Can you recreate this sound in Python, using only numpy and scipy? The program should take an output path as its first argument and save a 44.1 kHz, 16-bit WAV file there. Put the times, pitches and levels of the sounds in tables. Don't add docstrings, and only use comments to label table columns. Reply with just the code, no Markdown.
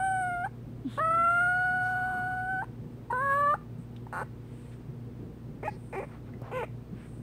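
import sys
import numpy as np
from scipy import signal
from scipy.fft import rfft, irfft, next_fast_len
from scipy.io import wavfile
from scipy.ndimage import uniform_filter1d

SR = 44100
rng = np.random.default_rng(int(sys.argv[2]) if len(sys.argv) > 2 else 0)


def digitize_waveform(pressure):
    field = np.atleast_2d(pressure).T
    bounded = np.clip(field, -1, 1)
    quanta = np.round(bounded * 32767).astype(np.int16)
    wavfile.write(sys.argv[1], SR, quanta)


N = 318402
BAND_EDGE_HZ = 15700


def amp(db):
    return 10 ** (np.asarray(db) / 20)


def unit_rms(x):
    return x / np.sqrt(np.mean(x ** 2) + 1e-20)


def value_at(spectrum, hz):
    f, value = np.transpose(spectrum)
    return np.interp(np.log(hz + 1), np.log(np.sort(f) + 1), value)


def curves(rows):
    times, *columns = np.transpose(rows)
    t = np.arange(times[0], times[-1], 1 / SR)
    return [t] + [np.interp(t, times, column) for column in columns]


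def add(mix, start_s, sound):
    part = mix[max(round(start_s * SR), 0):][:len(sound)]
    part += sound[:len(part)]


def faded(x, fade_s):
    t = np.arange(len(x)) / SR
    return x * np.clip(np.minimum(t, t[::-1]) / fade_s, 0, 1)


def wander(size, rate_hz):
    step = 16
    n = next_fast_len((size + SR) // step)
    hz = np.fft.rfftfreq(n, step / SR)
    slow = unit_rms(irfft(rfft(rng.standard_normal(n)) / (1 + (hz / rate_hz) ** 4), n))
    return np.interp(np.arange(size) / step, np.arange(n), slow)


def colour(x, spectrum, size=4096):
    log_gain = np.log(amp(value_at(spectrum, abs(np.fft.fftfreq(size, 1 / SR)))))
    ring = np.fft.ifft(np.exp(np.conj(signal.hilbert(log_gain)))).real[:size // 2]
    return signal.oaconvolve(x, ring)[:len(x)]


def split(x, hz):
    low = signal.sosfiltfilt(signal.butter(2, hz, fs=SR, output="sos"), x)
    return low, x - low


def puffs(cycles, decay_cycles=0.58):
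    return unit_rms((0.39 + np.exp(-(cycles % 1) / decay_cycles)) * rng.standard_normal(len(cycles)))


def howl(course, throat, overtone_db, tone_db, whistle_db, jitter=0.0016, quaver=0.0045):
    # f/Hz, gain/dB
    nose_resonance = [(6500, -39.5), (7600, -26.5), (8300, -4.5), (9300, -2), (9900, -38.5), (10500, -39)]
    flutter_db, shimmer_db, weak_db = 2.0, 0.57, -22.5
    t, hz, first_db, second_db, nose_db = curves(course)
    hz = hz * (1 + jitter * wander(len(t), 180) + quaver * wander(len(t), 35))
    cycles = np.cumsum(hz) / SR
    k = np.arange(1, int(BAND_EDGE_HZ / hz.min()) + 1)[:, None]
    dull_db = -8.5 * np.exp((t[0] - t) / 0.13) * np.clip(np.log2(k * hz / 3600), 0, 1)
    shape_db = value_at(throat, k * hz) + dull_db
    harmonic_db = shape_db + second_db + overtone_db
    harmonic_db[:2] = first_db, second_db
    nose = amp(value_at(nose_resonance, k * hz))
    sizes = amp(harmonic_db) + nose / np.linalg.norm(nose, axis=0) * amp(nose_db + whistle_db)
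    weakness = np.clip(shape_db[2:] / weak_db, 0, 1)
    sizes[2:] *= amp(flutter_db * weakness * wander(weakness.size, 34).reshape(-1, len(t)))
    partials = np.cos(2 * np.pi * (k * cycles + k * k / 8))
    tone = np.sqrt(2) * (sizes * (k * hz < BAND_EDGE_HZ) * partials).sum(0)
    breath = hoarseness(t, cycles)
    voice = tone * amp(tone_db + shimmer_db * wander(len(t), 48)) + breath
    return t[0], faded(voice, fade_s=0.002)


def hoarseness(t, cycles):
    # middle t/s, half length/s, rasp level/dB, hiss level/dB
    stretches = [(1.945, 0.12, -53, -69), (2.15, 0.093, -48.5, -68.5), (2.342, 0.086, -57, -78),
                 (3.286, 0.1, -56.5, -65.5), (3.326, 0.025, -51, -61), (3.39, 0.036, -57, -62.5)]
    # f/Hz, gain/dB
    leak_spectrum = [(300, -7), (1200, -10.5), (1850, 0.5), (2900, 4.5), (4000, -3), (5600, -11.5),
                     (7400, -6), (8300, 5), (9300, 1), (10200, -28), (11700, 6.5), (13000, -13),
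                     (15500, -12.5)]
    rasp_spectrum = [(150, -31), (450, -12), (1200, 6), (1600, -0.5), (2100, -27), (5000, -44.5)]
    settle_db, let_go_db, leak_db, hiss_per_rasp_db = -49.5, -61, -71, -19.5
    ends = amp(settle_db) * np.exp((t[0] - t) / 0.02) + amp(let_go_db) * np.exp((t - t[-1]) / 0.0085)
    middle_s, half_s, rasp_db, hiss_db = np.transpose(stretches)
    swells = np.exp(-((t[:, None] - middle_s) / half_s) ** 2)
    hiss_size = amp(leak_db) + amp(hiss_per_rasp_db) * ends + swells @ amp(hiss_db)
    hiss = hiss_size * unit_rms(colour(puffs(cycles), leak_spectrum))
    rasp_size = (ends + swells @ amp(rasp_db)) * amp(1.5 * wander(len(t), 25))
    return hiss + rasp_size * unit_rms(colour(puffs(cycles), rasp_spectrum))


def howls(mix):
    # t/s, f/Hz, then level/dB of fundamental, second harmonic and whistle, before the gains below
    first = [(0.0, 752, -31, -37.5, -53), (0.06, 767, -28, -36, -48.5), (0.208, 745.5, -31.5, -38, -52.5),
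             (0.236, 728.4, -31.5, -36, -52.5), (0.374, 702, -36, -38.5, -67.5),
             (0.432, 715, -34.5, -39.5, -70), (0.45, 790, -30.5, -34, -62), (0.458, 806, -37, -42, -57)]
    second = [(0.992, 551, -41, -25.5, -73), (1.01, 624, -33, -31, -71), (1.022, 642.3, -36.5, -28, -60.5),
              (1.19, 674.4, -37, -24.5, -61), (1.436, 709, -35.5, -25.5, -54.5),
              (1.572, 730.3, -33.5, -28, -64), (1.868, 736.4, -33.5, -31.5, -63),
              (1.976, 736.4, -33.5, -32, -71), (2.118, 741, -34.5, -35, -65),
              (2.136, 732.7, -35, -35.5, -68), (2.472, 746.3, -36.5, -37, -70),
              (2.512, 764.4, -34.5, -33.5, -69), (2.584, 747, -35, -34.5, -76),
              (2.622, 793, -36, -36.5, -69)]
    third = [(3.126, 493, -29.5, -25.5, -69), (3.138, 497, -41, -34, -83), (3.154, 511.5, -41.5, -31, -77),
             (3.176, 498, -41.5, -32, -56), (3.232, 554, -39.5, -30, -65), (3.328, 552, -36.5, -27, -68.5),
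             (3.38, 572.3, -35.5, -27.5, -64), (3.502, 583.6, -35.5, -24, -62),
             (3.543, 613, -35.5, -25, -60)]
    # f/Hz, overtone level/dB relative to the second harmonic
    first_throat = [(2050, -10), (2300, -22.5), (2800, -28), (3050, -23.5), (3550, -36), (4400, -44.5),
                    (5300, -45), (6000, -51), (10300, -64), (11700, -41), (15000, -60)]
    second_throat = [(1850, -6), (2000, -20), (2200, -31), (2500, -32.5), (2780, -27), (3300, -37.5),
                     (3700, -46.5), (4050, -53), (4420, -36.5), (4750, -57), (5150, -48), (5700, -65),
                     (6600, -48.5), (10300, -65.5), (11700, -46), (15000, -66)]
    third_throat = [(1660, -3.5), (1760, -16), (1850, -27), (2050, -29.5), (2300, -36), (2550, -47),
                    (2850, -37), (3150, -47), (3450, -47), (3700, -40), (3980, -40.5), (4600, -63),
                    (5500, -67.5), (6600, -53.5), (10300, -68), (11700, -50), (15000, -65)]
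    add(mix, *howl(first, first_throat, overtone_db=-1.5, tone_db=0.45, whistle_db=-2.0))
    add(mix, *howl(second, second_throat, overtone_db=-1.8, tone_db=0.02, whistle_db=-3.0))
    add(mix, *howl(third, third_throat, overtone_db=-0.1, tone_db=-0.2, whistle_db=-7))


def room(x, reflections_per_s=3000):
    # f/Hz, T60/s
    decay_times = [(200, .3), (1200, .32), (3000, .28), (10000, .22)]
    # f/Hz, gain/dB
    tail_spectrum = [(300, -24), (800, -26), (1150, -23), (1500, -24), (2000, -10), (2700, -14),
                     (3500, -17), (9000, -14)]
    taps = rng.choice([-1., 1.], SR // 2) * (rng.random(SR // 2) < reflections_per_s / SR)
    taps[:SR // 200] = 0
    hz, t, bands = signal.stft(taps, SR, nperseg=256)
    decay = amp(-60 * t / value_at(decay_times, hz)[:, None])
    tail = signal.istft(bands * decay, SR, nperseg=256)[1]
    return x + signal.oaconvolve(x, colour(tail / np.linalg.norm(tail), tail_spectrum))[:N]


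def motor_hum(waver_db=2.0, drift=0.0078):
    # f/Hz, rms level/dB
    tones = [(59.2, -55), (118.6, -47), (150.9, -55), (236.9, -54), (296.1, -69.5), (371.4, -65.5),
             (479.1, -66.5)]
    hum = np.zeros(N)
    for hz, level_db in tones:
        size = np.sqrt(2) * amp(level_db + waver_db * wander(N, 23))
        cycles = np.cumsum(hz * (1 + drift * wander(N, 3.97))) / SR + rng.random()
        hum += size * np.sin(2 * np.pi * cycles)
    return hum


def air_rush(level_db=-47.5, swell_db=2.0):
    # f/Hz, relative level/dB
    density = [(25, -20), (48, -12.5), (75, -13), (120, -2.5), (170, -7), (260, -8), (420, -14),
               (600, -22.5), (1500, -33.5), (3000, -41), (7500, -52), (8800, -47.5), (10500, -58.5),
               (15500, -47.5)]
    gain = amp(value_at(density, np.fft.rfftfreq(N, 1 / SR)))
    rush = unit_rms(irfft(rfft(rng.standard_normal(N)) * gain, N))
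    rumble, hiss = split(amp(level_db) * rush, hz=500)
    return rumble * amp(swell_db * wander(N, 5.6)) + hiss


def cracks(mix, peak_share=0.21):
    # t/s, length/s, f/Hz, final f/Hz, peak level/dB, roughness (0-1), brightness/dB, mouth
    squeaks = [(.455, 0.025, 779, 844, -29, 0.34, -2, "open"),
               (2.618, 0.031, 838, 980, -31, 0.42, -4, "open"),
               (3.099, 0.043, 935, 946, -26.5, 0.15, -4.5, "open"),
               (3.537, 0.026, 680, 900, -28, 0.4, -2, "open"),
               (4.066, 0.0095, 864, 940, -40, .15, -2, "open"),
               (4.213, .024, 433, 634, -31, 0, -14, "open"),
               (5.674, 0.027, 862, 820, -25.5, 0.19, -4, "shut"),
               (5.995, 0.038, 504, 672, -33.5, 0.43, -8, "shut"),
               (6.024, 0.031, 430, 687, -34, 0.56, -14, "shut"),
               (6.625, 0.027, 447.5, 724, -28.5, 0.52, -3, "ajar")]
    for start, length, hz, final_hz, peak_db, rough, bright_db, mouth in squeaks:
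        course = [(start, hz, peak_db - 16.5, rough, bright_db),
                  (start + peak_share * length, hz + peak_share * (final_hz - hz), peak_db, rough, bright_db),
                  (start + length, final_hz, peak_db - 16, rough, bright_db + 11.5)]
        add(mix, *slack_folds(course, mouth))


def slack_folds(course, mouth, jitter=0.15, shimmer_db=0.4, fizz=0.75, rough_air=0.68):
    # f/Hz, gain/dB
    open_mouth = [(150, -13.5), (450, -6.5), (700, -2), (930, 2.5), (1400, -1), (1750, -17), (2200, -24.5),
                  (2800, -30.5), (3600, -45.5), (4400, -31), (4900, -46), (5600, -49), (6400, -41.5),
                  (7200, -45.5), (8800, -28.5), (10200, -48.5), (11600, -40), (15000, -53)]
    ajar_mouth = [(150, -9), (480, 1), (950, 3.5), (1400, -6.5), (1700, -16), (2050, -8), (2350, -7.5),
                  (2700, -11.5), (3200, -21), (4000, -37), (5500, -44), (6900, -34), (7600, -38),
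                  (8600, -30.5), (10200, -48), (11800, -33), (15000, -54)]
    shut_mouth = [(150, -6), (420, 7.5), (600, 1.5), (880, 4), (1100, -0.5), (1600, -12.5), (2000, -0.5),
                  (2450, 1), (2750, -17), (3100, -23), (4000, -31.5), (7400, -33), (8600, -27),
                  (10200, -42), (11800, -31), (15000, -54)]
    formants = {"open": open_mouth, "ajar": ajar_mouth, "shut": shut_mouth}[mouth]
    t, hz, level_db, rough, bright_db = curves(course)
    cycles = np.cumsum(hz * (1 + jitter * rough * wander(len(t), 210))) / SR - 0.25
    k = np.arange(1, int(BAND_EDGE_HZ / hz.min()) + 1)[:, None]
    in_band = k * hz < BAND_EDGE_HZ
    pulses = (np.cos(2 * np.pi * k * cycles) * in_band).sum(0) / np.sqrt(in_band.sum(0) / 2)
    folds = split(pulses, hz=2400)[0] + fizz * split(puffs(cycles), hz=2400)[1]
    source = (1 - rough) * folds + rough_air * rough * puffs(cycles)
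    low, high = split(tub(colour(source, formants)), hz=1400)
    voice = low + amp(bright_db) * high
    power = uniform_filter1d(uniform_filter1d(voice ** 2, size=330), size=330)
    envelope = amp(level_db - shimmer_db * wander(len(t), 60))
    return t[0], faded(envelope * voice / np.sqrt(abs(power) + 1e-9), fade_s=0.003)


def tub(x):
    # delay/s, gain
    echoes = [(.0009, -0.26), (.0022, 0.13), (.0031, -.35), (.0047, 0.19)]
    n = np.arange(len(x))
    return x + sum(gain * np.interp(n - delay * SR, n, x, left=0) for delay, gain in echoes)


def swish(length_s, level_db, centre_hz, width_hz):
    n = int(length_s * SR)
    hz = np.fft.rfftfreq(n, 1 / SR)
    hiss = irfft(rfft(rng.standard_normal(n)) / (1 + (2 * (hz - centre_hz) / width_hz) ** 2), n)
    return amp(level_db) * unit_rms(hiss) * signal.windows.tukey(n, 0.9)


def sniffs(mix):
    # t/s, length/s, level/dB, centre f/Hz, bandwidth/Hz
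    breaths = [(.82, .24, -58, 3440, 930), (.84, 0.19, -58.5, 1400, 1620), (.86, .16, -64.5, 8600, 5060),
               (1.78, 0.19, -65, 4560, 6040), (3.76, 0.11, -74, 8300, 1190), (4.38, 0.5, -72, 8540, 1840),
               (5.66, 0.13, -66.5, 4760, 1520), (5.6, 0.65, -71, 8700, 1400), (6.4, 0.14, -47, 690, 1170),
               (6.9, 0.42, -70.5, 8560, 1500)]
    for start, *breath in breaths:
        add(mix, start, swish(*breath))


def bumps(mix):
    # t/s, f/Hz, peak level/dB, rise time/s, glide/(octaves/s)
    impacts = [(.845, 305, -26.5, 0.018, -10), (3.775, 145, -36.5, 0.016, 8.5),
               (4.875, 148, -35.5, 0.023, -4), (6.414, 127, -33.5, 0.014, 1.5),
               (6.925, 177, -31, 0.0069, -5)]
    t = np.arange(SR // 6) / SR
    for start, hz, level_db, rise_s, glide in impacts:
        swell = (t / rise_s * np.exp(1 - t / rise_s)) ** 2
        cycles = np.cumsum(hz * 2 ** (glide * t)) / SR
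        add(mix, start, amp(level_db) * swell * np.sin(2 * np.pi * cycles))


def grunts(mix, peak_share=0.45):
    calls = [(.974, 0.02, .006, -31, 559, 590, -29, 0.1, 3.5, "open"),
             (4.125, 0.11, 0.0047, -34, 175.9, 227, -33.5, .3, 12, "open"),
             (5.628, 0.048, 0.02, -34, 618, 657, -34, 0.09, -1, "shut"),
             (5.926, .076, 0.044, -38.5, 389, 425, -31.5, 0.14, 0, "shut"),
             (6.512, .116, 0.025, -41.5, 515, 434, -31.5, 0.14, 4, "ajar")]
    for start, length, creak_s, creak_db, hz, final_hz, peak_db, rough, bright_db, mouth in calls:
        course = [(start, 0.45 * hz, creak_db, 0.82, bright_db - 4),
                  (start + creak_s, hz, peak_db - 4, rough, bright_db),
                  (start + creak_s + peak_share * (length - creak_s), hz, peak_db, rough, bright_db),
                  (start + length, final_hz, peak_db - 3, rough, bright_db)]
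        add(mix, *slack_folds(course, mouth))


def ticks(mix, t60_s=0.037):
    # t/s, peak level/dB, f/Hz
    clicks = [(3.963, -47.5, 3600), (6.336, -47.5, 2080), (6.417, -38, 695)]
    t = np.arange(SR // 20) / SR
    for start, peak_db, hz in clicks:
        resonance = [(hz / 4, -34), (hz * 0.62, -15), (hz, 0),
                     (hz * 1.1, -13), (hz * 2, -30), (hz * 4, -44)]
        burst = colour(rng.standard_normal(len(t)) * amp(-60 * t / t60_s), resonance)
        add(mix, start, amp(peak_db) * burst / abs(burst).max())


def rustles(mix):
    # t/s, length/s, level/dB, centre f/Hz, bandwidth/Hz
    rubs = [(4.34, 0.5, -68.5, 2160, 2610), (4.7, 0.062, -61.5, 1800, 3000),
            (6.06, 0.15, -55.5, 1060, 1560), (6.24, 0.087, -60, 1180, 1690), (6.9, 0.23, -61, 1670, 2200)]
    for start, *rub in rubs:
        add(mix, start, swish(*rub))


def scene():
    puppy = np.zeros(N)
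    for source in (howls, grunts, cracks, sniffs, rustles, bumps, ticks):
        source(puppy)
    return (room(puppy) + motor_hum() + air_rush())[None]


def record(dry):
    low_pass = signal.firwin(511, BAND_EDGE_HZ, window=("kaiser", 9), fs=SR)
    return signal.oaconvolve(dry, low_pass[None], "same")


dry = scene()
out = record(dry)
digitize_waveform(out)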